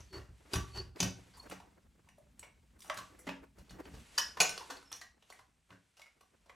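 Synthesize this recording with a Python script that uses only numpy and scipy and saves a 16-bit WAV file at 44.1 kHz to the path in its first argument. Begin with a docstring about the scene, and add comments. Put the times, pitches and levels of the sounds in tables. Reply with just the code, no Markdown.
"""Stuck cover in a workshop

A cast-metal cover stuck on an engine is rocked and prised by hand in a small shop, two microphones close.
Bursts of contact noise knock and click through modes of the cover, and the frame thuds below.
A dowel squeaks as a wavering near-sine over a groan of the seat; hands and sleeves rub as flickering hiss.
Faint shaped noise is the air of the shop; above 8 kHz the left channel trails the right."""
import sys
import numpy as np
from scipy import signal
from scipy.fft import rfft, irfft, next_fast_len
from scipy.io import wavfile

SR = 44100
rng = np.random.default_rng(int(sys.argv[2]) if len(sys.argv) > 2 else 0)


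def digitize_waveform(pressure):
    """Quantize a signal to 16-bit integers and store it at the path in sys.argv[1].

    Rows of a 2-D input are taken as channels; values are limited to [-1, 1].
    """
    field = np.atleast_2d(pressure).T
    bounded = np.clip(field, -1, 1)
    quanta = np.round(bounded * 32767).astype(np.int16)
    wavfile.write(sys.argv[1], SR, quanta)


N = 288855

# Blows of the cover on its seat; the dB after level_db are relative to it, t60_s is of the contact noise:
# start_s, level_db, thud_db, thud_hz, knock_db, click_db, clack_hz, clack_db, t60_s
KNOCK_EVENTS = [(0.0024, -52.5, 3.5, 61.3, 4, -21, 6030, 13, 0.031),
                (0.127, -56, 6.5, 77, 8, -12, 4760, -15, 0.39),
                (0.164, -40, -2.5, 77, 0, -35, 4500, -23, 0.0053),
                (0.2884, -79.5, 32, 72, -6, -29, 703, -9, 0.012),
                (0.5339, -24, -4, 404, -4, -10, 3740, 1.5, 0.046),
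                (0.5566, -27, -1.5, 83, 1, 6, 2980, 15.5, 0.01),
                (0.743, -46.5, 1, 78, 5.5, -44.5, 2900, 3, 0.23),
                (0.7743, -34.5, -4.5, 77, 7.5, -19.5, 4800, 7, 0.016),
                (0.869, -67, 19.5, 66, -7.5, -13, 4480, -24.5, 0.0081),
                (0.959, -51, -7, 360, -32, -6.5, 5000, 0, 0.033),
                (1.0023, -16, -12, 248, -8.5, -10.5, 6450, 5, 0.024),
                (1.0268, -23.5, -3, 152, -5, -8.5, 3080, -3, 0.046),
                (1.3343, -69, -24, 113, 11, -20, 4710, 15, 0.25),
                (1.3686, -65, -8, 108, -24, 15, 950, 13.5, 0.15),
                (1.428, -61.5, -23, 79, -6, 8, 620, 16.5, 0.059),
                (1.498, -45.5, 4, 232, -16, 10, 3170, 8, 0.021),
                (1.5111, -46, -4.5, 230, 5, -16, 2460, -2, 0.12),
                (1.5988, -56, -33, 340, 11, -15, 896, 13, 0.045),
                (2.07, -72, -21, 63, -12.5, -9, 944, 19, 0.036),
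                (2.087, -52.5, -24.5, 63, -2.5, 0, 2360, 10.5, 0.023),
                (2.181, -69, -36, 253, -2, 10.5, 591, 17, 0.057),
                (2.394, -54.5, -6.5, 134, -1.5, 25.5, 4100, 12, 0.011),
                (2.4278, -57.5, -24.5, 61.6, 8.5, 4.5, 2290, 14.5, 0.096),
                (2.7888, -62.5, -17, 300, -3, 8, 4920, -7, 0.075),
                (2.8047, -58, -19, 62.2, 2, 19, 5600, 15.5, 0.021),
                (2.82, -53, -27, 260.7, -35, 11.5, 5000, 7, 0.046),
                (2.8428, -60, -37, 61.2, 4, 9, 794, -3, 0.34),
                (2.878, -51, -26, 62.6, -38, -39, 6230, 30, 0.0097),
                (2.8979, -35, -37, 398, 20, -14.5, 3100, 17.5, 0.015),
                (2.942, -42, -12, 295.3, -23, 7, 1148, -3, 0.019),
                (2.97, -38, -12, 159, -32, -1, 1510, 2.5, 0.064),
                (2.9855, -29, -26, 156, -8, -21.5, 1050, 3.5, 0.021),
                (3.189, -63, -18.5, 196, -31, 18.5, 2080, 8, 0.1),
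                (3.268, -48, 12.5, 265, 12, -16, 1860, 14.5, 0.067),
                (3.288, -45, -14, 270, 14.5, -11, 2580, 14, 0.044),
                (3.584, -54.5, -1, 63, -4.5, -3.5, 659, -22, 0.064),
                (3.694, -53.5, -14, 80.7, -13, -2, 4370, 4.5, 0.062),
                (3.705, -48.5, 1, 187, 3, -10, 778, -7, 0.056),
                (3.853, -50.5, 4.5, 267, 14.5, -23, 2900, 14.5, 0.018),
                (3.936, -52.5, 3.5, 64.6, -12, -28.5, 790, -16, 0.13),
                (4.1793, -19.5, -56.5, 408, -18.5, -3, 1786, 1.5, 0.047),
                (4.37, -49, -31, 261, 13.5, -10.5, 1050, 13.5, 0.062),
                (4.402, -3, -58.5, 408.3, -12, -23.5, 2940, -5, 0.025),
                (4.4136, -26, -37, 358, 4.5, 3.5, 6830, 17.5, 0.028),
                (4.442, -37.5, -36, 353, 4.5, 4, 2530, 0, 0.047),
                (4.4927, -32, -20, 180, -25, 13.5, 5770, 12, 0.01),
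                (4.5764, -33, -55.5, 320, 1, -1, 5170, 3, 0.021),
                (4.6062, -55, -25, 378, -10, -8.5, 893, 19, 0.058),
                (4.699, -34.5, -22.5, 400, -2.5, -27.5, 1560, 1, 0.087),
                (4.7683, -39.5, -7.5, 370, 4, -30, 4560, 11.5, 0.02),
                (4.827, -46, -26.5, 375, 6, -11, 1500, 2, 0.012),
                (4.9161, -49.5, -13, 250, 4, 10.5, 3580, 9, 0.088),
                (4.927, -33, -32, 118.5, -33, -4, 6050, 12.5, 0.014),
                (4.958, -55, -27, 62.7, -32, 10.5, 5510, -17, 0.089),
                (5.012, -37.5, -64, 61, -52, -15, 1905, 6.5, 0.046),
                (5.022, -52, -45, 60.6, -4, -42, 1144, 0, 0.069),
                (5.222, -57.5, -47, 96.3, -3, -11.5, 3490, 10.5, 0.042),
                (5.3003, -45, -33, 109.5, -2, -7, 812, -16, 0.045),
                (5.324, -61.5, -24, 410, -9, 14.5, 2110, 18, 0.041),
                (5.3891, -56.5, -11.5, 101, 6.5, -11.5, 995, -3, 0.059),
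                (5.7043, -56.5, 3, 141.4, 16, -15, 2560, 14.5, 0.019),
                (5.713, -61, 6.5, 244.4, -1, -36, 1504, 9, 0.14),
                (5.968, -58, -21.5, 73.9, -3.5, -8.5, 2930, -1, 0.13),
                (5.991, -54, -42.5, 73.7, 5, -16.5, 3200, -12, 0.079),
                (6.016, -42, -45.5, 349, -20, -14, 3930, 0.5, 0.025),
                (6.0581, -59, -23.5, 66.6, 0.5, -16, 2160, 10.5, 0.073),
                (6.208, -52, -33, 249, 4, -0.5, 789, -16, 0.023),
                (6.4575, -64.5, -29, 145, 0, -9.5, 794, 7, 0.071),
                (6.4935, -52.5, -21.5, 112, 13, -24.5, 2100, 11.5, 0.035)]


def from_db(db):
    """Amplitude gain of a level in dB."""
    return 10 ** (np.asarray(db) / 20)


def rms_one(x):
    """Scales a signal to rms 1."""
    return x / np.sqrt(np.mean(x ** 2) + 1e-20)


def at_hz(points, hz):
    """Reads a two-column table on a log-frequency axis."""
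    points = np.array(points)
    return np.interp(np.log(hz), np.log(points[:, 0]), points[:, 1])


def band(x, low_hz, high_hz):
    """Band-pass filter."""
    sos = signal.butter(2, [low_hz, high_hz], "band", fs=SR, output="sos")
    return signal.sosfilt(sos, x)


def passes(hz, low_hz, high_hz):
    """Causal response of a band, steeper at its low edge than at its high edge."""
    low, high = 1j * hz / low_hz, 1j * hz / high_hz
    high_pass = (low ** 2 / (low ** 2 + np.sqrt(2) * low + 1)) ** 2
    return high_pass / (high ** 2 + np.sqrt(2) * high + 1)


def resonances(hz, modes):
    """Causal response of each mode: one sample of force sets off a dying sine of the given level."""
    mode_hz, db, t60 = np.transpose(modes)[:, :, None]
    w, s = 2 * np.pi * mode_hz, 2j * np.pi * hz
    return from_db(db) * SR * w / ((s + np.log(1000) / t60) ** 2 + w ** 2)


def drift(rate_hz):
    """Slow random movement of rms 1: noise smoothed by two equal one-pole filters."""
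    step = 40  # samples between computed points
    r = np.exp(-2 * np.pi * rate_hz * step / SR)
    noise = rng.standard_normal(N // step + 2002)
    slow = signal.lfilter([1], [1, -2 * r, r * r], noise)[2000:]
    return np.interp(np.arange(N) / step, np.arange(len(slow)), rms_one(slow))


def spread(pair, spectrum=None):
    """Mixes two unrelated signals into left and right by their likeness at each frequency, and colours them."""
    # What the two microphones share: frequency_hz, likeness (0 to 1)
    likeness = [(30, 1), (100, 0.94), (250, 0.88), (700, 0.36), (1500, 0.82), (3000, 0.82), (6000, 1),
                (15000, 0.81)]
    size = next_fast_len(pair.shape[1])
    hz = np.maximum(np.fft.rfftfreq(size, 1 / SR), 1)
    mid, side = rfft(pair, size)
    alike = np.clip(at_hz(likeness, hz), 0, 1)
    gain = 1 if spectrum is None else from_db(at_hz(spectrum, hz))
    both = np.sqrt((1 + alike) / 2) * mid + np.sqrt((1 - alike) / 2) * side * [[1], [-1]]
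    return irfft(gain * both, size)[:, :pair.shape[1]]


def air():
    """Air of the shop: steady noise with a fixed colour."""
    # Colour of the air, relative: frequency_hz, density_db (per Hz)
    air_spectrum = [(12, -53), (20, -6.5), (80, -4.5), (278, -2), (341, -2), (388, -13.5), (857, -6),
                    (3500, -47.5), (5540, -21), (9000, 3.5), (11700, -30), (16000, -43)]
    return from_db(-88.5) * rms_one(spread(rng.standard_normal((2, N)), air_spectrum))


def shop(x):
    """Dense echoes of the room that die band by band, a little different on each side."""
    # Reverberation of the shop: frequency_hz, t60_s
    shop_t60 = [(100, 0.48), (500, 0.37), (2000, 0.3), (6000, 0.3), (14000, 0.21)]
    t = np.arange(SR // 2) / SR
    edges = 50 * 2 ** np.arange(0, 8.6, .5)  # half-octave bands, Hz
    white = rng.standard_normal((2, 2, len(t)))
    tail = np.zeros((2, len(t)))
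    for k, (low, high) in enumerate(zip(edges, edges[1:])):
        t60 = at_hz(shop_t60, np.sqrt(low * high))
        # neighbouring bands take different noise
        tail += band(white[k % 2], low, high) * from_db(-60 * t / t60)
    tail = spread(tail * (1 - np.exp(-t / 0.0015)))
    tail = tail / np.sqrt(np.sum(tail ** 2) / 2)
    return signal.fftconvolve(x[None], tail, axes=1)[:, :N]


def rub(spectrum, grains_per_s, grain_db, flicker_db):
    """Friction: coloured hiss with uneven catches in it, flickering in level."""
    caught = rng.random((2, N)) < grains_per_s / SR
    catches = caught * from_db(grain_db + np.minimum(rng.exponential(1, (2, N)), 2))
    source = rng.standard_normal((2, N)) * (1 + catches)
    return rms_one(spread(source, spectrum) * from_db(flicker_db * drift(18)))


def hands():
    """Palms and sleeves rub all along; the cover scrapes around each knock and the frame rocks after each thud."""
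    # Hands on the cover: start_s, rumble_db (frame), dull_db (rub), bright_db (rub)
    handling = [(0.0, -67, -69, -66.5), (0.25, -66.5, -79.5, -81), (0.51, -72.5, -71, -68),
                (0.69, -69.5, -69.5, -62.5), (1.02, -66.5, -72.5, -95.5), (1.17, -71, -73.5, -67.5),
                (1.5, -61, -65, -69.5), (1.77, -68.5, -73.5, -79), (2.769, -68, -76, -79),
                (3.06, -65.5, -64.5, -68.5), (3.54, -69, -72, -82), (3.62, -56.5, -65.5, -76),
                (3.68, -70, -81, -73), (3.74, -54, -64, -95), (3.8, -64, -62.5, -74),
                (3.93, -56.5, -59, -67.5), (4.0, -53, -61.5, -63.5), (4.05, -65, -89, -64.5),
                (4.21, -68.5, -84.5, -54), (4.38, -64, -59.5, -66.5), (4.54, -76, -78.5, -53.5),
                (5.0, -72.5, -85.5, -77), (5.17, -74.5, -78.5, -82.5), (5.33, -79.5, -96, -67),
                (5.49, -75, -83, -81), (5.9, -84.5, -96, -77.5), (6.55, -73, -71.5, -78)]
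    # Colours of frame rumble, dull rub and bright rub, relative: frequency_hz, density_db (per Hz)
    rumble_spectrum = [(15, -38), (30, -16.5), (50, 1.5), (72, 2.5), (95, -8), (170, -7), (250, -9),
                       (400, -41)]
    dull_spectrum = [(150, -27), (300, 3), (900, -8), (2000, -12.5), (3500, -32)]
    bright_spectrum = [(1500, 1), (2500, 2.5), (5000, -3.5), (9000, -3.5), (12000, -8.5), (16000, -31.5)]
    dull_scrape_db, bright_scrape_db = -51, -60  # around a -35 dB knock with a thud of 0 dB
    slide_share, shove_share = 0.98, 0.47  # scrape dB per dB of knock and of thud: heavy knocks scrape more
    slide_in_s, slide_out_s = 0.012, 0.037
    rock_db, rock_share, rock_top_s = -54.5, 1, 0.0073  # rumble after a -28 dB thud; dB per dB; time to its top

    t = np.arange(0, N, 64) / SR
    s, *levels = np.transpose(handling)
    rumble, dull, bright = [from_db(np.interp(t, s, db)) for db in levels]
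    at, level_db, thud_db = np.transpose(KNOCK_EVENTS)[:3, :, None]
    before, after = np.maximum(at - t, 0), np.maximum(t - at, 0)

    # at each moment the strongest scrape and the strongest rocking count
    slide_gain = from_db(slide_share * (level_db + 35) + shove_share * thud_db)
    slide = np.max(slide_gain * np.exp(-before / slide_in_s - after / slide_out_s), axis=0)
    rock_gain = from_db(rock_share * (level_db + thud_db + 28))
    rock = np.max(rock_gain * after / rock_top_s * np.exp(1 - after / rock_top_s), axis=0)

    rumble = rumble + from_db(rock_db) * rock
    dull = dull + from_db(dull_scrape_db) * slide
    bright = bright + from_db(bright_scrape_db) * slide
    rumble, dull, bright = [np.interp(np.arange(N) / SR, t, gain) for gain in (rumble, dull, bright)]
    out = rumble * rub(rumble_spectrum, 0, 0, 0.89)
    out += dull * rub(dull_spectrum, 100, 2.8, 7.5)
    return out + bright * rub(bright_spectrum, 300, 5.6, 0.93)


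def squeaks():
    """Stick-slip on a dowel locks to one mode, swells, holds and stops short with a faint ring; the seat groans."""
    # Squeaks: top_s, pitch_hz, level_db, groan_db (seat), swell_db_per_s, hold_s, jump_hz (at the stop)
    slips = [(0.148, 4450, -56, -45.5, 430, 0.037, 10), (0.782, 4460, -42, -50, 428, 0.022, 220),
             (1.4002, 4330, -46.5, -79, 3500, 0.0015, 53), (3.861, 4550, -68.5, -60, 425.5, 0.0084, 10)]
    groan_hz, groan_width_hz, groan_s = 382, 49, 0.033
    stop_db_per_s, tail_db, tail_db_per_s = 2203, -12.5, 333
    hook_s, waver_hz = .008, 10  # the pitch jumps up over hook_s as the slip stops

    out, t = np.zeros(N), np.arange(N) / SR
    noise = rng.standard_normal(N)
    groan = rms_one(band(noise, groan_hz - groan_width_hz / 2, groan_hz + groan_width_hz / 2))
    for s, hz, db, groan_db, swell, hold, hook_hz in slips:
        before, after = np.maximum(s - t, 0), np.maximum(t - s - hold, 0)
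        fall_db = np.maximum(-stop_db_per_s * after, tail_db - tail_db_per_s * after)
        level_db = db - swell * before + fall_db
        pitch = hz + hook_hz * np.minimum(after / hook_s, 1) + waver_hz * drift(45.1)
        phase = 2 * np.pi * np.cumsum(pitch) / SR
        out += np.sqrt(2) * from_db(level_db + 2.7 * drift(66)) * np.sin(phase)
        groan_shape = np.exp(-((t - s - hold / 2) / groan_s) ** 2)
        out += from_db(groan_db) * groan_shape * groan
    return out


def lingering():
    """Modes the fingers miss ring on; the cover chatters on its seat, so each stutters and wavers, high ones most."""
    # Modes that can ring on: frequency_hz, level_db, t60_s (scaled by each blow's share)
    free_modes = [(168.9, -10.5, 0.21), (272.7, -24, 0.37), (505, -34.5, .8), (645, -19.5, 0.3),
                  (742, -15.5, 0.23), (945, -25, .4), (1153, -18.5, 0.25), (1869, -20.5, 0.14),
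                  (2190, -20, 0.33), (2430, -4.5, 0.35), (2860, -5, 0.16), (4340, -18.5, .11),
                  (4788, 11.5, 0.027), (5020, -19, 0.49), (5340, -21, 0.4), (5560, -26, 0.26),
                  (5810, -21, 0.28), (6536, -6, 0.065), (10860, -1.5, 0.12)]
    # Blows that leave modes ringing: start_s, level_db, centre_hz, reach_octaves, share (of the ring time)
    ringing_blows = [(0.534, -34, 4790, 0.011, 0.56), (0.553, -22.5, 171, .05, 1.03),
                     (1.013, -25, 173.4, 0.044, 1.5), (0.562, -24, 1150, .05, 1.7),
                     (1.406, -43, 4380, .02, 1.7), (2.899, -13.5, 1150, .05, 0.37),
                     (2.9, -15.5, 650, .05, 0.23), (2.984, -31, 1150, .05, 1.6),
                     (3.19, -29.5, 490, 0.046, 1.6), (3.271, -17, 278, 0.29, 0.86),
                     (4.178, -16, 5540, 0.12, .75), (4.182, -16, 945, .05, .35), (4.402, -25, 2500, 3, .9),
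                     (4.699, -10.5, 507, .05, 0.21), (4.701, -26, 1100, .3, .45),
                     (4.716, -25.5, 272, .05, 0.42), (4.855, -41, 5350, 0.017, 0.75),
                     (4.928, -29, 5535, 0.011, 1), (5.012, -36, 1830, 0.036, 0.81),
                     (6.016, -31.5, 2154, 0.049, 0.85)]
    flutter_db, waver_share = 2.5, .003  # at 1150 Hz
    reach_db = 3  # loss at the edge of the reach

    out, t = np.zeros(2 * N), np.arange(SR // 3) / SR
    envelope = (1 - np.exp(-t / 0.002)) * np.cos(np.pi / 2 * t / t[-1])
    hz, mode_db, t60 = np.transpose(free_modes)[:, :, None]
    rough = np.cbrt(hz / 1150)
    stutter, waver = drift(85), drift(29)
    for s, db, centre_hz, reach, share in ringing_blows:
        dying = envelope * from_db(mode_db - 60 * t / (share * t60))
        at = round(s * SR)
        # each mode reads its own stretch of the drifts
        own = rng.integers(0, N - len(t), len(free_modes))[:, None] + np.arange(len(t))
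        pitch = hz * (1 + waver_share * rough ** 2 * waver[own])
        phase = 2 * np.pi * np.cumsum(pitch, axis=1) / SR
        modes = dying * from_db(flutter_db * rough * stutter[own]) * np.sin(phase)
        distance = np.log2(hz[:, 0] / centre_hz) / reach
        out[at:at + len(t)] += from_db(db - reach_db * distance ** 2) @ modes
    return out[:N]


def knocks():
    """Each knock is a dying burst of contact noise, heard as it is and through cover and frame."""
    # Modes of the cover: frequency_hz, level_db, t60_s (ringing free, before the fingers damp it)
    cover_modes = np.array([(481, 2.5, 0.48), (788.7, -0.5, 0.88), (940, -1, 0.13), (1123, -2, 0.41),
                            (1384, -5, 0.5), (1520, -5, 1), (1850, -6, 0.63), (2450, -5, 0.21),
                            (2730, 7.5, 0.14), (2930, -10, 0.85), (2990, -4, 1), (3950, -8.5, 0.12),
                            (5070, -3.5, 0.06), (5200, -6.5, 0.67), (5830, -7, 0.76), (5550, -8, 0.47),
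                            (5880, 10.5, 0.2), (5960, -5, 0.64), (6700, 4, 0.47), (6340, -9, 0.083),
                            (7745, -13.5, 0.13), (8890, 9.5, 0.37), (10850, -1, 0.2)])
    # Modes of the frame: frequency_hz, level_db, t60_s
    frame_modes = np.array([(68, 6, 0.07), (110, 0, 0.11), (187.2, -8.5, 0.29), (276.3, -10, 0.33),
                            (377, -6, 0.11), (390, -3, 0.075)])
    held = .11  # share of the free ring time left with fingers on the cover
    grip_share = .012  # each grip detunes the modes
    strike_spread_db = 2.5  # chance in each mode's share of a blow

    size = 2 ** 14
    out, t, hz = np.zeros(N + size), np.arange(size) / SR, np.fft.rfftfreq(size, 1 / SR)
    small = passes(hz, 520, 14000)  # a small part radiates no bass
    frame = resonances(hz, frame_modes) * passes(hz, 44, 2000)
    woody, dull, middle = passes(hz, 150, 680), passes(hz, 420, 1900), passes(hz, 1700, 4500)
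    bright = passes(hz, 5700, 8500) * passes(hz, 100, 14000)
    fade = np.cos(np.pi / 2 * t / t[-1])
    for s, level_db, thud_db, thud_hz, knock_db, click_db, clack_hz, clack_db, t60 in KNOCK_EVENTS:
        t60 = max(t60, .004)
        rise = 0.0012 * from_db(-.45 * click_db)  # s; dull contacts are soft and build up slowly
        chatter = from_db(2.8 * np.repeat(rng.standard_normal(size // 64), 64))  # many small touches
        force = from_db(-60 * t / t60) * (1 - np.exp(-t / rise))
        grit = rms_one(rng.standard_normal(size) * chatter * force) * np.sqrt(np.mean(force ** 2))

        # ring of the held cover; harder blows get more of it past the fingers
        colour_points = [(800, knock_db), (2800, 0), (8000, click_db - 6)]
        colour = at_hz(colour_points, cover_modes[:, 0])
        modes = cover_modes * [1, 1, held]
        modes[:, 0] *= 1 + rng.normal(0, grip_share, len(modes))
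        chance_db = rng.normal(0, strike_spread_db, len(modes))
        cover = resonances(hz, modes) * small
        ring = from_db(colour - 33 + 0.11 * level_db + chance_db) @ cover

        clack_mode = (clack_hz, clack_db - 18.5, max(14 / clack_hz, .005))
        clack = resonances(hz, [clack_mode])[0] * small
        body = from_db(knock_db + 7.5) * dull + from_db(6) * middle + from_db(click_db) * bright
        body = body + clack + ring + from_db(thud_db + 14.5) * woody

        # the heavy frame feels one slow push and answers with the modes near the pitch of the thud
        push = t * np.exp(-t / 0.00065)
        nearby_db = -17 * np.abs(np.log2(frame_modes[:, 0] / thud_hz))
        signs = rng.choice([-1, 1], len(frame_modes))
        thud = (from_db(thud_db + 4.5 + nearby_db) * signs) @ frame * rfft(push / push.sum())

        at = round(s * SR)
        out[at:at + size] += from_db(level_db) * fade * irfft(rfft(grit) * body + thud, size)
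    return out[:N]


def scene():
    """Knocks and squeaks with their echoes, the handling and the air of the shop."""
    blows, rings, squeak = knocks(), lingering(), squeaks()
    metal = blows + rings
    # stereo width of the knocks: a faint copy 40 samples late, of opposite sign left and right
    width = from_db(-15.5) * band(np.roll(metal, 40), 400, 7800)
    close = metal + width * [[-1], [1]] + squeak
    echoes = from_db(-3) * shop(blows + 0.5 * rings + 0.26 * squeak)
    return close + echoes + hands() + air()


def record(dry):
    """Above 8 kHz the left channel trails the right by a third of a millisecond; the top is cut."""
    trail_from_hz, trail_turn_hz = 8000, 3000  # half a turn of phase each way per trail_turn_hz
    size = next_fast_len(N + 512)
    hz = np.fft.rfftfreq(size, 1 / SR)
    phase = np.pi * np.maximum(hz - trail_from_hz, 0) / trail_turn_hz
    turn = np.exp(-1j * phase * np.array([[1], [-1]]))  # left later, right earlier
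    wet = irfft(rfft(dry, size) * turn, size)[:, :N]
    # 60 dB down from 16450 Hz up
    return signal.sosfilt(signal.cheby2(20, 60, 16450, fs=SR, output="sos"), wet)


dry = scene()
out = record(dry)
digitize_waveform(out)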